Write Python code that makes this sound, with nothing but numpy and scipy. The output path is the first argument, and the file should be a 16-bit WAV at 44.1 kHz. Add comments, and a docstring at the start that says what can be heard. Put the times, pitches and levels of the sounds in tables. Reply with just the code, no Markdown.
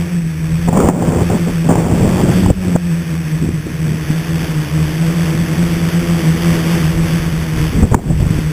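"""A small quadcopter flies over a frozen pond, itself silent, heard from the camera that it carries.
From the start four two-bladed rotors hum at different speeds and beat, air hisses through the blades,
wind rumbles on the microphone, and coarse 8 kHz sampling mirrors it all into a gritty treble.
From 0.7 to 4.1 s gusts roar and single eddies thump; overloads make the limiter duck and recover.
Calmer flight follows until a last cluster from 7.7 s, with the hardest blows near 7.9 s."""
import sys
import numpy as np
from scipy import signal
from scipy.fft import rfft, irfft, next_fast_len
from scipy.io import wavfile
from scipy.ndimage import map_coordinates

SR = 44100
rng = np.random.default_rng(int(sys.argv[2]) if len(sys.argv) > 2 else 0)


def inscribe(sig):
    """Save sig as 16-bit PCM at rate SR to the path in sys.argv[1].

    A 1-D sig is mono; a 2-D sig holds one channel per row.
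    Samples are clipped to [-1, 1] before scaling.
    """
    pcm = np.round(np.clip(np.atleast_2d(sig).T, -1, 1) * 32767)
    wavfile.write(sys.argv[1], SR, pcm.astype(np.int16))


N = 375732

# Air through the blades: (time [s], relative hiss level [dB])
AIRFLOW = [(0.0, -36), (0.25, -40.5), (0.7, -36), (1.2, -36), (1.5, -35.5), (1.9, -36.5), (2.42, -31),
           (2.65, -37), (3.7, -38), (4.3, -33.5), (6.3, -30.5), (6.55, -28.5), (6.9, -31), (7.7, -34),
           (8.52, -35)]


def amp(db):
    """Level to amplitude: 20 dB is a factor of ten."""
    return 10 ** (np.asarray(db) / 20)


def unit(x):
    """Normalise the power: scale to rms 1."""
    return x / np.sqrt(np.mean(x ** 2) + 1e-20)


def along(points, hz):
    """Interpolate (frequency or order, value) points on a logarithmic axis."""
    f, v = np.transpose(points)
    return np.interp(np.log(hz + 1e-9), np.log(f), v)


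def curves(rows):
    """Interpolate linearly in time: one value per sample for each column after the time."""
    s, *cols = np.transpose(rows)
    return [np.interp(np.arange(N) / SR, s, c) for c in cols]


def wobble(rate):
    """Slow random modulation: a spline through normal deviates, rate knots a second."""
    knots = rng.standard_normal(4096)
    return map_coordinates(knots, [np.arange(N) * rate / SR], mode="wrap")


def filtered(x, response):
    """Linear filtering: multiply the spectrum by a real gain, a function of frequency in Hz."""
    size = next_fast_len(N + 8192)  # zero padding limits wrap-around
    spectrum = rfft(x, size)
    return irfft(spectrum * response(np.fft.rfftfreq(size, 1 / SR)), size)[:N]


def noise(spectrum):
    """Coloured noise: white noise shaped by a spectrum, at rms 1."""
    return unit(filtered(rng.standard_normal(N), lambda hz: amp(along(spectrum, hz))))


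def shaft_angle(speed, flutter):
    """Phase is the integral of speed, here a shaft's, which trembles in turbulent air."""
    return 2 * np.pi * np.cumsum(speed * (1 + flutter * wobble(60))) / SR


def rotor(angle, hum_db, imbalance_db, overtone_db, waver_db, count=40, size=4096):
    """Harmonic series of a shaft: order 1 is imbalance, order 2 the passing of two blades, 3 up a buzz."""
    # Overtones of one rotor: (multiple of the shaft speed [1], level relative to overtone_db [dB])
    order_levels = [(3, -23), (4, -15.5), (5, -26), (6, -23.5), (7, -30.5), (8, -35), (10, -44.5),
                    (14, -33), (20, -46), (26, -34.5), (40, -56)]
    turn = np.arange(size) * 2 * np.pi / size
    orders = np.arange(3, count)[:, None]
    phases = rng.uniform(0, 2 * np.pi, orders.shape)
    partials = amp(along(order_levels, orders)) * np.sin(orders * turn + phases)
    one_turn = np.sum(partials, axis=0)
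    buzz = amp(overtone_db + waver_db * wobble(14)) * np.interp(angle % (2 * np.pi), turn, one_turn)
    imbalance = amp(imbalance_db + waver_db * wobble(5.0)) * np.sin(angle)
    blades = amp(hum_db + 1.65 * wobble(18)) * np.sin(2 * angle)
    return np.sqrt(2) * (blades + imbalance + buzz)  # root 2 makes the levels rms


def rotors(angles):
    """Interference: the near blade tones beat at twice the shafts' speed difference; the far ones blur it."""
    # Blade tones of the two rotors nearest the microphone:
    # (time [s], first rotor's level [dB], second rotor's level [dB])
    hum_levels = [(0, -16.5, -25), (1.4, -17, -28.5), (2.9, -17.5, -26.5), (3.6, -22, -22.5),
                  (4.4, -19.5, -25), (5.3, -17, -18.5), (6.3, -15.5, -20), (7.2, -17, -25.5),
                  (8.52, -21, -32)]
    far_hum_db, imbalance_db = -28.5, -32
    second_db, far_db = -3, -9  # imbalance and overtones, relative to the first rotor's
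    first_hum_db, second_hum_db = curves(hum_levels)
    hiss_db, = curves(AIRFLOW)
    load_db = hiss_db + 16.5  # overtones follow the load on the blades
    first = rotor(angles[0], first_hum_db, imbalance_db, load_db, waver_db=2.5)
    second = rotor(angles[1], second_hum_db, imbalance_db + second_db, load_db + second_db, waver_db=3.0)
    far = sum(rotor(angle, far_hum_db, imbalance_db + far_db, load_db + far_db, waver_db=2.5)
              for angle in angles[2:])
    return first + second + far


def blade_hiss(angles, chop):
    """Amplitude modulation: torn air pulses with each turn; faster flow fills in the frame's resonances."""
    # Hiss in slow and in fast flow: (frequency [Hz], relative spectral level [dB per Hz])
    slow_air = [(60, -35), (300, -7), (700, -44), (1400, -12), (1700, -3), (2100, -11), (2550, -3.5),
                (2900, -24), (3400, -18.5), (4000, -11)]
    fast_air = [(60, -56), (300, -1), (600, 3), (1200, -1), (1800, 2), (2300, -1), (2900, -1), (3400, -0.5),
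                (4000, -3.5)]
    hiss_db, = curves(AIRFLOW)
    fast = 1 / (1 + amp(-3 * (hiss_db + 39.5)))  # share of fast flow, half at -39.5 dB
    air = np.sqrt(1 - fast) * noise(slow_air) + np.sqrt(fast) * amp(-2.5) * noise(fast_air)
    pulsing = sum(np.cos(angle) + np.cos(2 * angle) for angle in angles[:2])
    level_db = hiss_db + 9.5 + 0.84 * wobble(14)
    return amp(level_db) * unit(air * np.exp(chop * pulsing))


def wind():
    """Turbulent pressure: eddies rumble and flutter on the microphone; direct gusts roar in its port."""
    # Wind on the microphone: (time [s], level of the large eddies [dB])
    rumble_levels = [(0, -37), (0.4, -31), (0.8, -20), (1.4, -30), (2.25, -18), (2.48, -15), (2.58, -27),
                     (3.25, -45), (3.44, -27), (3.7, -32), (6.5, -29), (7.5, -24), (7.84, -13),
                     (8.25, -16.5), (8.52, -27)]
    # Gusts straight across the port: (start [s], length [s], roar level [dB], flutter level [dB])
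    gusts = [(0.673, 0.017, -15, -15), (0.728, 0.19, -12.5, -13), (0.885, 0.33, -17.5, -13.5),
             (1.293, 0.057, -18.5, -11), (1.458, 0.026, -20.5, -15.5), (1.64, 0.04, -25, -13.5),
             (1.685, 0.045, -11, -10), (1.736, 0.13, -18.5, -17.5), (1.872, 0.45, -19.5, -13),
             (2.349, 0.16, -27, -11), (2.627, 0.12, -29.5, -20.5), (3.41, 0.097, -38, -18.5),
             (3.65, 0.038, -44, -20.5), (3.85, 0.11, -50, -19.5), (4.078, 0.02, -48, -27),
             (7.717, 0.1, -47, -17), (7.822, 0.019, -18, -4), (7.913, 0.072, -13, -6),
             (8.028, 0.087, -22.5, -9), (8.198, 0.03, -26, -15), (8.26, 0.12, -44, -25.5)]
    # Eddies and roar: (frequency [Hz], relative spectral level [dB per Hz])
    large_eddies = [(10, -14), (25, -3), (50, 0), (80, -1), (125, -3), (200, -16), (500, -50)]
    small_eddies = [(40, -24), (100, 4.5), (200, 5.5), (300, -2), (420, -7), (560, -22), (1000, -33.5),
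                    (3000, -58)]
    roar_spectrum = [(100, -6), (300, 1.5), (480, 2), (650, -3.5), (850, -7), (1100, -11.5), (1500, -18.5),
                     (2300, -28.5), (4000, -44)]
    large_db, = curves(rumble_levels)
    hiss_db, = curves(AIRFLOW)
    roar = np.zeros(N)
    turbulence = amp(hiss_db + 4.5)  # small eddies that the flight keeps stirring
    for start, length, roar_db, flutter_db in gusts:
        shape = gust_shape(start, length)
        roar = np.maximum(roar, amp(roar_db) * shape)
        turbulence = np.maximum(turbulence, amp(flutter_db) * shape)
    lumps = amp(2.4 * wobble(45))  # both eddy sizes swell together
    surges_db = 3 * wobble(8.7)
    rumble = amp(large_db + surges_db) * unit(noise(large_eddies) * lumps)
    flutter = turbulence * unit(noise(small_eddies) * lumps)
    bursts = rng.standard_normal(N) * amp(3.6 * wobble(1000))
    crackle = unit(filtered(bursts, lambda hz: amp(along(roar_spectrum, hz))))
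    return rumble + flutter + roar * crackle


def gust_shape(start, length):
    """Linear onset and exponential relaxation: a gust rises quickly, holds and dies away."""
    attack_s, release_s = 0.0085, 0.029  # rise time; time constant of the fall
    age = np.arange(N) / SR - start
    return np.clip(age / attack_s, 0, 1) * np.exp(-np.maximum(age - length, 0) / release_s)


def blasts(cycles, puff_life, rough, size=4096):
    """Impulsive excitation: each eddy pushes the diaphragm once and blows a short, hollow puff in the port."""
    # Single eddies hitting the port:
    # (time [s], push level [dB], push pitch [Hz], puff level [dB], puff pitch [Hz])
    eddy_hits = [(0.686, 1.5, 167, -5.5, 790), (0.728, 0, 146, -6, 700), (0.772, -2, 197, -8, 1020),
                 (0.802, -6, 252, -7.5, 1250), (0.887, 7, 300, -2, 750), (0.897, 2, 208, -1, 783),
                 (1.022, -12, 200, -11.5, 750), (1.301, -5, 159, -12, 710), (1.707, -3, 170, -2, 680),
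                 (1.755, -6, 119, -6, 850), (2.461, -0.5, 93, -12, 830), (2.502, 5.5, 99.4, -2, 490),
                 (2.752, 2.5, 189.9, -30, 600), (2.760, -9, 192.1, 0, 574), (3.423, -8, 246, -26, 400),
                 (3.488, -6.5, 276, -31, 400), (3.667, -12, 292, -17, 378.8), (4.100, -4.5, 167, -28, 420),
                 (7.817, -2, 109, -18, 445), (7.83, 8, 90.6, -15, 790), (7.915, 4.5, 109, -10, 450),
                 (7.944, 11, 192, 7, 940), (7.946, 16, 148, 1, 453), (7.990, -16, 200.4, -2.5, 605),
                 (8.105, 0, 160, -6.5, 544), (8.2, 0.5, 110, -22, 500), (8.261, -1, 125, -21, 449.7),
                 (8.304, 0.5, 128, -25, 454), (8.386, -4.5, 192.4, -25, 500)]
    # Breath of a puff: (multiple of the puff's pitch [1], relative spectral level [dB])
    puff_spectrum = [(.15, 10), (.5, -35), (1, 11.5), (1.5, -6), (2.4, -6.5), (5, -22)]
    out = np.zeros(N + size)
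    t = np.arange(size) / SR
    hz = np.fft.rfftfreq(size, 1 / SR)
    for s, push_db, push_hz, puff_db, puff_hz in eddy_hits:
        push = swell((t * push_hz / cycles) ** 2) * np.sin(2 * np.pi * push_hz * t)
        white = rfft(rng.standard_normal(size))
        air = unit(irfft(white * amp(along(puff_spectrum, hz / puff_hz))))
        tone = swell(t / puff_life) * np.sin(2 * np.pi * puff_hz * t)
        puff = tone + rough * swell(t / (2 * puff_life)) * air
        out[round(s * SR):][:size] += amp(push_db) * push + amp(puff_db) * puff
    return out[:N]


def swell(age):
    """Critically damped response: a quick rise and decay that peaks at 1 when age is 1."""
    return age * np.exp(1 - age)


def limiter(x):
    """Gain control: overloads cut the gain within milliseconds; it climbs back at a steady rate in dB."""
    limit_db, attack_s, recovery_db_per_s = -0.5, 0.0068, 52
    over_db = np.maximum(20 * np.log10(np.abs(x) + 1e-9) - limit_db, 0)
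    climb_db = recovery_db_per_s * np.arange(N) / SR
    cut_db = np.maximum.accumulate(over_db + climb_db) - climb_db  # latest peaks, minus the recovery
    keep = np.exp(-1 / (attack_s * SR))
    smooth_cut_db = signal.lfilter([1 - keep], [1, -keep], cut_db)
    return x * amp(-smooth_cut_db)


def scene():
    """Superposition: the sources add; all rotors follow one throttle, each at its own offset."""
    # Throttle: (time [s], shaft speed [turns per second])
    throttle = [(0.0, 84), (0.13, 88), (0.28, 79.6), (0.55, 79.7), (0.65, 84.6), (1.49, 87), (1.63, 80.4),
                (2.52, 94.7), (2.99, 82.7), (3.25, 80.7), (3.9, 77), (4.4, 80), (4.7, 76), (5.2, 84.4),
                (6.15, 84), (7.3, 81.6), (7.95, 78.8), (8.52, 78)]
    # Steering: (time [s], how much slower the second rotor turns than the first [turns per second])
    steering = [(0.0, 3.93), (0.22, 1.07), (0.92, 3.31), (1.86, 1.47), (1.86, 2.09), (2.93, 1.95),
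                (3.6, 4.44), (3.61, 0.97), (4.32, 2.53), (5.04, 1.89), (5.26, 5.59), (5.57, 3.85),
                (5.67, 4.69), (6.3, 2.62), (6.61, 2.35), (7.37, 5.08), (7.39, 3.32), (8.52, 2.97)]
    # Mean speeds of the two far rotors: (third over throttle [1], fourth over throttle [1])
    far_ratios = (0.93, 1.06)
    speed, = curves(throttle)
    trim, = curves(steering)
    hunting = 1 + .018 * wobble(11)  # the flight controller's small speed corrections
    first = shaft_angle(speed * hunting, flutter=0.00996)
    slip = .16 * wobble(25)  # radians: the second rotor trembles against the first
    lag = 2 * np.pi * np.cumsum(trim) / SR + slip
    far = [shaft_angle(speed * (ratio + .028 * wobble(9)), flutter=0.01176) for ratio in far_ratios]
    angles = [first, first - lag] + far
    flight = rotors(angles) + blade_hiss(angles, chop=0.14)
    buffeting = wind() + blasts(cycles=0.67, puff_life=0.0011, rough=0.28)  # puff_life in seconds
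    return (flight + buffeting)[None]


def record(dry):
    """Sampling: the camera limits, clips and holds coarse samples; images mirror about the rate's multiples."""
    camera_hz, top_hz = 8000, 15500  # sampling rate; upper band edge
    clipped = np.clip(limiter(dry[0]), -1, 1)

    def input_response(hz):
        """Band limitation: nothing passes from half the sampling rate up."""
        return (hz < camera_hz / 2) * amp(np.interp(hz, [3450, 3750, 4000], [0, -5, -12]))

    band = filtered(clipped, input_response)
    clock = 2 * np.pi * camera_hz * np.arange(N) / SR
    sampled = band * (1 + 2 * np.cos(clock) + 2 * np.cos(2 * clock))  # images about 8 and 16 kHz
    # the sinc is the hold's magnitude with its signs; a slight treble lift follows
    held = filtered(sampled, lambda hz: np.sinc(hz / camera_hz) * amp(1.9 * hz / top_hz))
    self_noise = amp(-50.5) * rng.standard_normal(N)
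    return filtered(held + self_noise, lambda hz: hz < top_hz)[None]


dry = scene()
out = record(dry)
inscribe(out)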